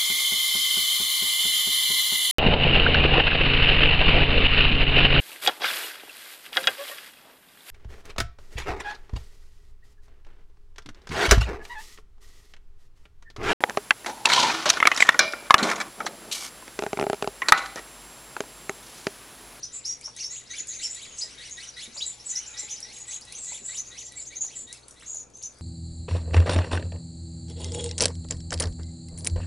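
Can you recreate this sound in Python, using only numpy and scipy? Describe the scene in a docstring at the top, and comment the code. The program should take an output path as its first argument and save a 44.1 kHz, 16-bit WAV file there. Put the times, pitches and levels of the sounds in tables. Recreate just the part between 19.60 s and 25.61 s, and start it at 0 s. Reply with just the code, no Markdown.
"""Sparrows feed on the ground in a garden, close by: many give short chips, each made of two whistles at once.
One bird squabbles in nasal notes that arch upward, built from a base tone and two overtones shaped by a throat.
Seeds and twigs tick under beaks and feet, made from short bursts of noise.
Softer birds call further off, and scattered echoes follow all the birds and ticks.
Behind lie an outdoor wash of shaped noise, a faint hum of sines, and a far drone of narrow noise."""
import sys
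import numpy as np
from scipy import signal
from scipy.io import wavfile
from scipy.ndimage import uniform_filter1d

SR = 44100
rng = np.random.default_rng(int(sys.argv[2]) if len(sys.argv) > 2 else 0)


def transcribe(signal):
    """Save signal, clipped to [-1, 1], as a 16-bit WAV file at the path in sys.argv[1]."""
    frames = np.atleast_2d(signal).T
    limited = np.clip(frames, -1, 1)
    pcm = np.round(limited * 32767).astype(np.int16)
    wavfile.write(sys.argv[1], SR, pcm)


def level_to_linear(level):
    """Convert decibel levels to linear amplitude factors, elementwise."""
    exponent = np.asarray(level, float) / 20
    return 10 ** exponent


N = 265041  # length of the scene in samples


def evened(x):
    """Scales a sound to an rms of one."""
    return x / np.sqrt(np.mean(x ** 2) + 1e-20)


def read(points, hz):
    """Reads a curve between its points, along a log-frequency axis."""
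    f, value = np.transpose(points)
    return np.interp(np.log(hz + 1), np.log(f + 1), value)


def add(mix, s, sound):
    """Mixes a sound in at time s, cutting off what runs past the end."""
    part = mix[round(s * SR):][:len(sound)]
    part += sound[:len(part)]


def wobble(t, span_s):
    """Random drift: a new chance value every span_s, joined by straight lines."""
    knots = rng.standard_normal(200)
    return np.interp(t / span_s, np.arange(len(knots)), knots)


def band(x, lo_hz, hi_hz):
    """Keeps mainly the sound between two frequencies."""
    return signal.sosfilt(signal.butter(2, [lo_hz, hi_hz], "bandpass", fs=SR, output="sos"), x)


# tone color of the outdoor wash: (f/Hz, relative level/dB)
WASH_COLOR = [(30, -12), (150, -12.5), (450, -10.5), (1500, -20), (4500, -21.5), (7000, -25),
              (11000, -30.5)]
# how alike left and right are: (f/Hz, likeness)
LIKENESS = [(100, 0.95), (570, 0.32), (1500, 0.55), (6000, 0.64)]
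# rise and fall of the distant flock's share of the wash: (t/s, relative level/dB)
BUSTLE = [(0, 4), (.55, 0), (1.2, 4.5), (3, 6), (4.9, -6.5), (5.3, -0.5), (5.75, -8), (6, -2.5)]
# where in the wash that share lies: (f/Hz, share 0-1)
BUSTLE_SHARE = [(900, 0), (2000, 1)]


def wash():
    """Outdoor noise from random short-time spectra with drifting patches, louder left in the low middle."""
    frames, hz = N // 256 + 5, np.fft.rfftfreq(1024, 1 / SR)
    a, b, c, d, patches = rng.standard_normal((frames, 513, 5)).T
    # smooth over neighboring pitches, then over time
    patches = uniform_filter1d(patches, size=14, axis=0)
    patches = evened(uniform_filter1d(patches, size=24, axis=1))
    same = np.clip(read(LIKENESS, hz), -1, 1)[:, None]
    left = a + 1j * b
    shared = same * left * np.exp(-.8j * (1 - same))
    right = shared + np.sqrt(1 - same ** 2) * (c + 1j * d)
    # the less alike the sides, the softer the right
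    spectra = np.array([left, right * level_to_linear(-7.0 * (1 - same))])
    bustle_db = np.interp(np.arange(frames) * 256 / SR, *np.transpose(BUSTLE))
    flock_db = read(BUSTLE_SHARE, hz)[:, None] * (bustle_db + 3.0 * patches)
    spectra *= level_to_linear(read(WASH_COLOR, hz)[:, None] + 1.2 * patches + flock_db)
    noise = signal.istft(spectra, nperseg=1024, noverlap=768)[1][:, :N]
    return level_to_linear(-52.5) * evened(noise)


# steady low lines: (f/Hz, level/dB)
HUM = [(59, -66.5), (120, -67.5), (490, -73.5)]


def hum():
    """Low sine lines whose loudness wavers a little."""
    t = np.arange(N) / SR
    return sum(level_to_linear(db + 1.0 * wobble(t, 0.082)) * np.sqrt(2) * np.sin(2 * np.pi * hz * t) for hz, db in HUM)


def chip(s, length, db, held_hz, start_hz, second_hz):
    """Both sides of the syrinx (voice organ) whistle; pitch slides fast up to held_hz or sags through it."""
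    t = np.arange(-.012, length, 1 / SR)  # a faint, steep lead-in comes before s
    if start_hz < 0:
        slide_hz = start_hz * np.exp(-t / 0.009)
    else:
        slide_hz = start_hz * (1 - t / 0.053)
    slide_hz = slide_hz - max(-.6 * start_hz, 300) * np.exp(-t / 0.0052)
    hz = held_hz + slide_hz + 55 * wobble(t, .0015) + 70 * wobble(t, .02)
    main = 2 * np.pi * np.cumsum(hz) / SR
    gap = 2 * np.pi * np.cumsum(second_hz + 90 * wobble(t, 0.0032)) / SR
    voice = level_to_linear(4.9 * wobble(t, 0.0027)) * np.sin(main)
    voice += level_to_linear(-5 + 4.0 * wobble(t, .005)) * np.sin(main + gap)
    # the two sides couple and leave weaker lines at the same spacing on either side
    voice += level_to_linear(-17 + 4.0 * wobble(t, .006)) * (np.sin(main - gap) + np.sin(main + 2 * gap))
    voice += level_to_linear(-14.5) * band(rng.standard_normal(len(t)), 2600, 13900)  # air rushing past
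    voice += level_to_linear(-12 - 400 * abs(t)) * np.sin(2 * main)  # the overtone flashes as the note breaks out
    # silent while the sliding pitch is still below 2300 Hz
    onset = (.14 + np.clip(t / .015, 0, 1)) * (held_hz + slide_hz > 2300)
    progress = (t - t[0]) / (length - t[0])
    swell = onset * abs(np.sin(np.pi * progress ** 0.5))
    return max(s + t[0], 0), level_to_linear(db) * np.sqrt(2) * voice * swell


# chips that scoop up: (t/s, length/s, level/dB, held f/Hz, second voice above or below it f/Hz)
CHIPS = [(0.025, 0.059, -36.5, 6130, -760), (0.246, 0.12, -35, 5690, 842), (0.436, 0.063, -38.5, 5746, 567),
         (0.563, 0.14, -48.5, 6500, -660), (0.593, 0.051, -36.5, 5760, 553),
         (0.63, 0.062, -35.5, 5510, 591), (0.696, 0.13, -41, 6880, 636), (1.134, 0.12, -43.5, 6490, 570),
         (1.227, 0.083, -36, 5453, 651), (1.291, 0.12, -41, 7080, 601), (1.581, 0.041, -36, 6900, -660),
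         (1.607, 0.044, -32.5, 5100, 531), (1.903, 0.067, -42, 6620, 580), (2.369, 0.039, -36.5, 5220, 611),
         (2.404, 0.056, -34.5, 4086, 730), (2.59, 0.047, -48, 5560, 605), (2.753, 0.06, -31.5, 5963, 576),
         (2.853, 0.035, -45.5, 5700, 582), (2.967, 0.059, -38, 6030, -660),
         (3.093, 0.082, -37.5, 6060, 728), (3.161, 0.038, -41.5, 5900, -560),
         (3.219, 0.046, -42.5, 6000, -500), (3.503, 0.088, -37, 6630, 721.5),
         (3.61, 0.044, -49.5, 5230, 603), (3.743, 0.063, -42, 6350, 429), (4.172, 0.048, -31.5, 6290, 689),
         (4.259, 0.069, -45.5, 6830, -520), (4.373, 0.077, -42, 6160, 588), (4.661, 0.042, -39, 6620, 668),
         (4.75, 0.052, -40.5, 6560, 448), (4.469, 0.044, -51.5, 6060, -600),
         (4.857, 0.046, -44.5, 6050, 640), (5.22, 0.032, -56, 4680, -420), (5.457, 0.14, -42.5, 6790, 673),
         (5.729, 0.22, -53.5, 6350, 586), (5.823, 0.068, -40, 6110, 702)]


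def scooping_chips():
    """Near chips scoop up into their note; the lower a chip, the deeper its scoop, but never under a set depth."""
    out = np.zeros(N)
    for s, length, db, hz, second_hz in CHIPS:
        scoop_hz = 0.3 * max(8800 - hz, 1200)
        add(out, *chip(s, length, db, hz, -scoop_hz, second_hz))
    return out


def garden(x):
    """Walls and ground scatter the sounds: sparse taps of random sign, dying away."""
    at = np.arange(80, SR // 2, 20)
    at = at + rng.integers(0, 20, (3, len(at)))
    taps = np.zeros((3, SR // 2 + 40))
    np.put_along_axis(taps, at, rng.choice([-1., 1.], at.shape), 1)
    t = np.arange(taps.shape[1]) / SR
    taps *= level_to_linear(-60 * t / .12) + level_to_linear(-14 - 60 * t / .4)  # a quick fade over a fainter, slower one
    tail = taps[0] + .55 * taps[1:]  # left and right hear nearly the same echoes
    return signal.fftconvolve(x[None], tail / np.linalg.norm(tail[0]), axes=1)[:, :N]


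# short bright ticks, mostly on the ground; the one at 5.127 s is a bird's steep call, short and sharp as a
# click: (t/s, relative level/dB)
TICKS = [(0.411, -35.5), (0.564, -31.5), (1.071, -32.5), (3.203, -29), (5.127, -26), (1.348, -32),
         (3.723, -27), (3.846, -37.5), (4.521, -35.5), (5.282, -34.5), (5.3085, -35.5), (5.826, -33),
         (.317, -41), (1.896, -34), (2.077, -42), (2.1, -40), (5.398, -42), (5.545, -38), (5.592, -49)]
# feet landing: (t/s, level/dB, f/Hz)
HOPS = [(0.475, -40.5, 950), (1, -47, 320), (1.638, -48, 654), (2.273, -43, 262), (2.361, -41.5, 910),
        (3.027, -44.5, 320), (3.916, -39.5, 700), (4.012, -44, 300), (4.838, -47, 830), (5.021, -50, 291),
        (5.422, -40, 1790), (5.54, -47, 710)]


def litter():
    """Ticks are bright clicks of noise, hops gritty scuffs; a fine patter of small ticks runs underneath."""
    patter_db = -53 + 4.0 * np.minimum(rng.exponential(1, N), 4)
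    clicks = level_to_linear(patter_db) * (rng.random(N) < 24 / SR)  # about 24 small ticks a second
    for s, db in TICKS:
        add(clicks, s, level_to_linear([db]))
    t = np.arange(SR // 20) / SR
    snap = np.sqrt(t) * level_to_linear(-60 * t / .012)
    bursts = signal.oaconvolve(clicks, snap / snap.max())[:N]
    out = band(bursts * rng.standard_normal(N), 5500, 14000)
    for s, db, hz in HOPS:
        grit = rng.standard_normal(len(t)) * level_to_linear(5.0 * wobble(t, .002))
        puff = band(grit, hz / 1.52, hz * 1.38) * np.sqrt(t) * level_to_linear(-60 * t / 0.055)
        add(out, s, level_to_linear(db) * puff / abs(puff).max())
    return out


def far_flock():
    """Birds further off chip and squabble at random, on the whole ever more softly, and stop near the end."""
    out = np.zeros(N)
    for s, a, b, c in rng.random((70, 4)):
        add(out, *chip(5.0 * s, 0.036 + 0.0092 * a, -60 - 2.4 * s + 6 * b, 2600 + 3500 * c, -1500 * a, 599.4))
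        add(out, *squabble_note(.1 + 5.0 * b, -72 - 4.0 * b, 2100 + 1100 * a, .07))
    return out


# tone color of the squabbling throat: (f/Hz, relative level/dB)
THROAT = [(1500, -20), (2000, 1.5), (3300, 4.5), (3900, 3.5), (4600, 0), (7000, 5.5), (11000, 12)]


def squabble_note(s, db, top_hz, climb_s):
    """A raspy, nasal note creeps up, humps quickly to its top at s, drops back, and passes the throat."""
    t = np.arange(0, climb_s + 0.046, 1 / SR)
    rising = t < climb_s
    hump = np.exp(-abs((t - climb_s) / np.where(rising, .026, .018)) ** 2.196)
    arch = np.where(rising, .3 * (t / climb_s) ** 2 + .7 * hump, hump)
    hz = (1900 + (top_hz - 1900) * arch) * (1 + .024 * wobble(t, .0015) + .02 * wobble(t, .015))
    turn = 2 * np.pi * np.cumsum(hz) / SR
    voice = np.zeros(len(t))
    for k, over_db in enumerate([5, 6, -5], start=1):  # the base tone and two overtones
        voice += level_to_linear(read(THROAT, k * hz) + over_db + 4.0 * wobble(t, .007)) * np.sin(k * turn)
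    # breath, strongest in the throat's main resonance
    breath = rng.standard_normal(len(t))
    voice += level_to_linear(12) * band(breath, 3400, 4300) + level_to_linear(6) * band(breath, 2200, 11000)
    # an uneven flutter
    rasp = 1 + .45 * np.sin(2 * np.pi * np.cumsum(450 + 150 * wobble(t, .008)) / SR)
    fade = level_to_linear(-150 * np.maximum(t - climb_s, 0)) * signal.windows.tukey(len(t), .3)
    return s - climb_s, level_to_linear(db) * voice * rasp * fade


# thin calls that sag: (t/s, length/s, level/dB, held f/Hz, second voice above or below it f/Hz)
THIN_CALLS = [(0.129, 0.086, -38.5, 7170, 556), (0.895, 0.055, -43.5, 5920, 531),
              (0.98, 0.061, -36, 6910, -640), (1.075, 0.11, -39, 6470, 516), (1.214, 0.094, -38, 7160, 467),
              (1.419, 0.32, -53, 6790, 484), (1.565, 0.13, -44, 7730, -720), (2.067, 0.035, -41, 5660, 532),
              (2.336, 0.18, -45.5, 6840, 600), (2.451, 0.088, -36.5, 7140, 514),
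              (2.651, 0.064, -40, 7670, -640), (2.69, 0.043, -30.5, 6770, 524),
              (2.697, 0.06, -40, 5950, 563), (2.861, 0.11, -46.5, 7200, -440),
              (2.982, 0.097, -37.5, 7440, -500), (3.337, 0.091, -48.5, 6650, 757),
              (3.393, 0.065, -43, 6790, 913), (3.468, 0.059, -40.5, 7750, -580),
              (3.77, 0.19, -42, 7440, 497.5), (3.819, 0.17, -43.5, 6780, 790),
              (3.869, 0.21, -44.5, 7440, 498), (4.04, 0.12, -38, 7220, 544),
              (4.134, 0.093, -42.5, 6980, 574), (4.441, 0.057, -43.5, 7160, -760),
              (4.559, 0.1, -43, 7280, 504), (4.589, 0.097, -44, 6980, 543), (4.805, 0.08, -34, 6980, -480),
              (4.949, 0.12, -38.5, 7170, 545), (5.531, 0.12, -42.5, 6800, -580)]


def thin_calls():
    """High two-voiced calls that, after a quick lead-in, sag slowly through their held pitch."""
    out = np.zeros(N)
    for s, length, db, hz, second_hz in THIN_CALLS:
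        add(out, *chip(s, length, db, hz, 227, second_hz))
    return out


# notes of the squabbling bird: (t/s of the top, relative level/dB, top f/Hz, climb/s)
SQUABBLE = [(0.611, -57.5, 2780, 0.054), (0.788, -60.5, 3990, 0.1), (.975, -53, 3530, 0.084),
            (1.154, -58, 2700, 0.065), (1.241, -53.5, 3230, 0.056), (1.435, -56, 3926, .085),
            (1.724, -61.5, 2900, 0.1), (1.865, -54.5, 2995, 0.094), (2.038, -53.5, 3030, 0.079),
            (2.237, -52.5, 3630, 0.082), (2.831, -60.5, 3035, 0.12), (3.029, -57, 2020, 0.099),
            (3.114, -58.5, 3720, 0.059), (3.351, -60, 4030, 0.12), (3.55, -56.5, 4030, 0.083),
            (3.754, -58.5, 3290, 0.091), (3.961, -56.5, 3800, .1), (4.171, -56.5, 3845, 0.096),
            (4.4, -58.5, 3840, 0.1), (4.589, -62, 2316, 0.088), (4.747, -59.5, 2410, 0.05),
            (4.934, -62.5, 3280, 0.061), (5.16, -61.5, 2700, 0.1), (5.435, -65.5, 3930, 0.08)]


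def squabbler():
    """One near bird squabbles, note after note."""
    out = np.zeros(N)
    for row in SQUABBLE:
        add(out, *squabble_note(*row))
    return out


def drone():
    """A faint far drone: narrow noise just under 870 Hz, in one slow swell around 3.1 s."""
    swell = np.exp(-((np.arange(N) / SR - 3.1) / .6) ** 2)
    return level_to_linear(-65) * swell * evened(band(rng.standard_normal(N), 870 / 1.09, 870 * 1.013))


def scene():
    """Birds and litter, a touch louder on the left, with their echoes and the background."""
    near = scooping_chips() + litter() + far_flock() + thin_calls() + squabbler()
    direct = near * level_to_linear([[.4], [-.4]])
    return direct + level_to_linear(-4) * garden(near) + wash() + hum() + drone()


def top_cut(x):
    """Nothing passes above the cut-off."""
    return signal.sosfilt(signal.butter(12, 12240, fs=SR, output="sos"), x)


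def record(dry):
    """The camera's band limit: a steep filter takes away what lies above about 11.1 kHz."""
    limited = signal.oaconvolve(dry, signal.firwin(511, 11100, fs=SR)[None], "same")
    return top_cut(limited)


dry = scene()
out = record(dry)
transcribe(out)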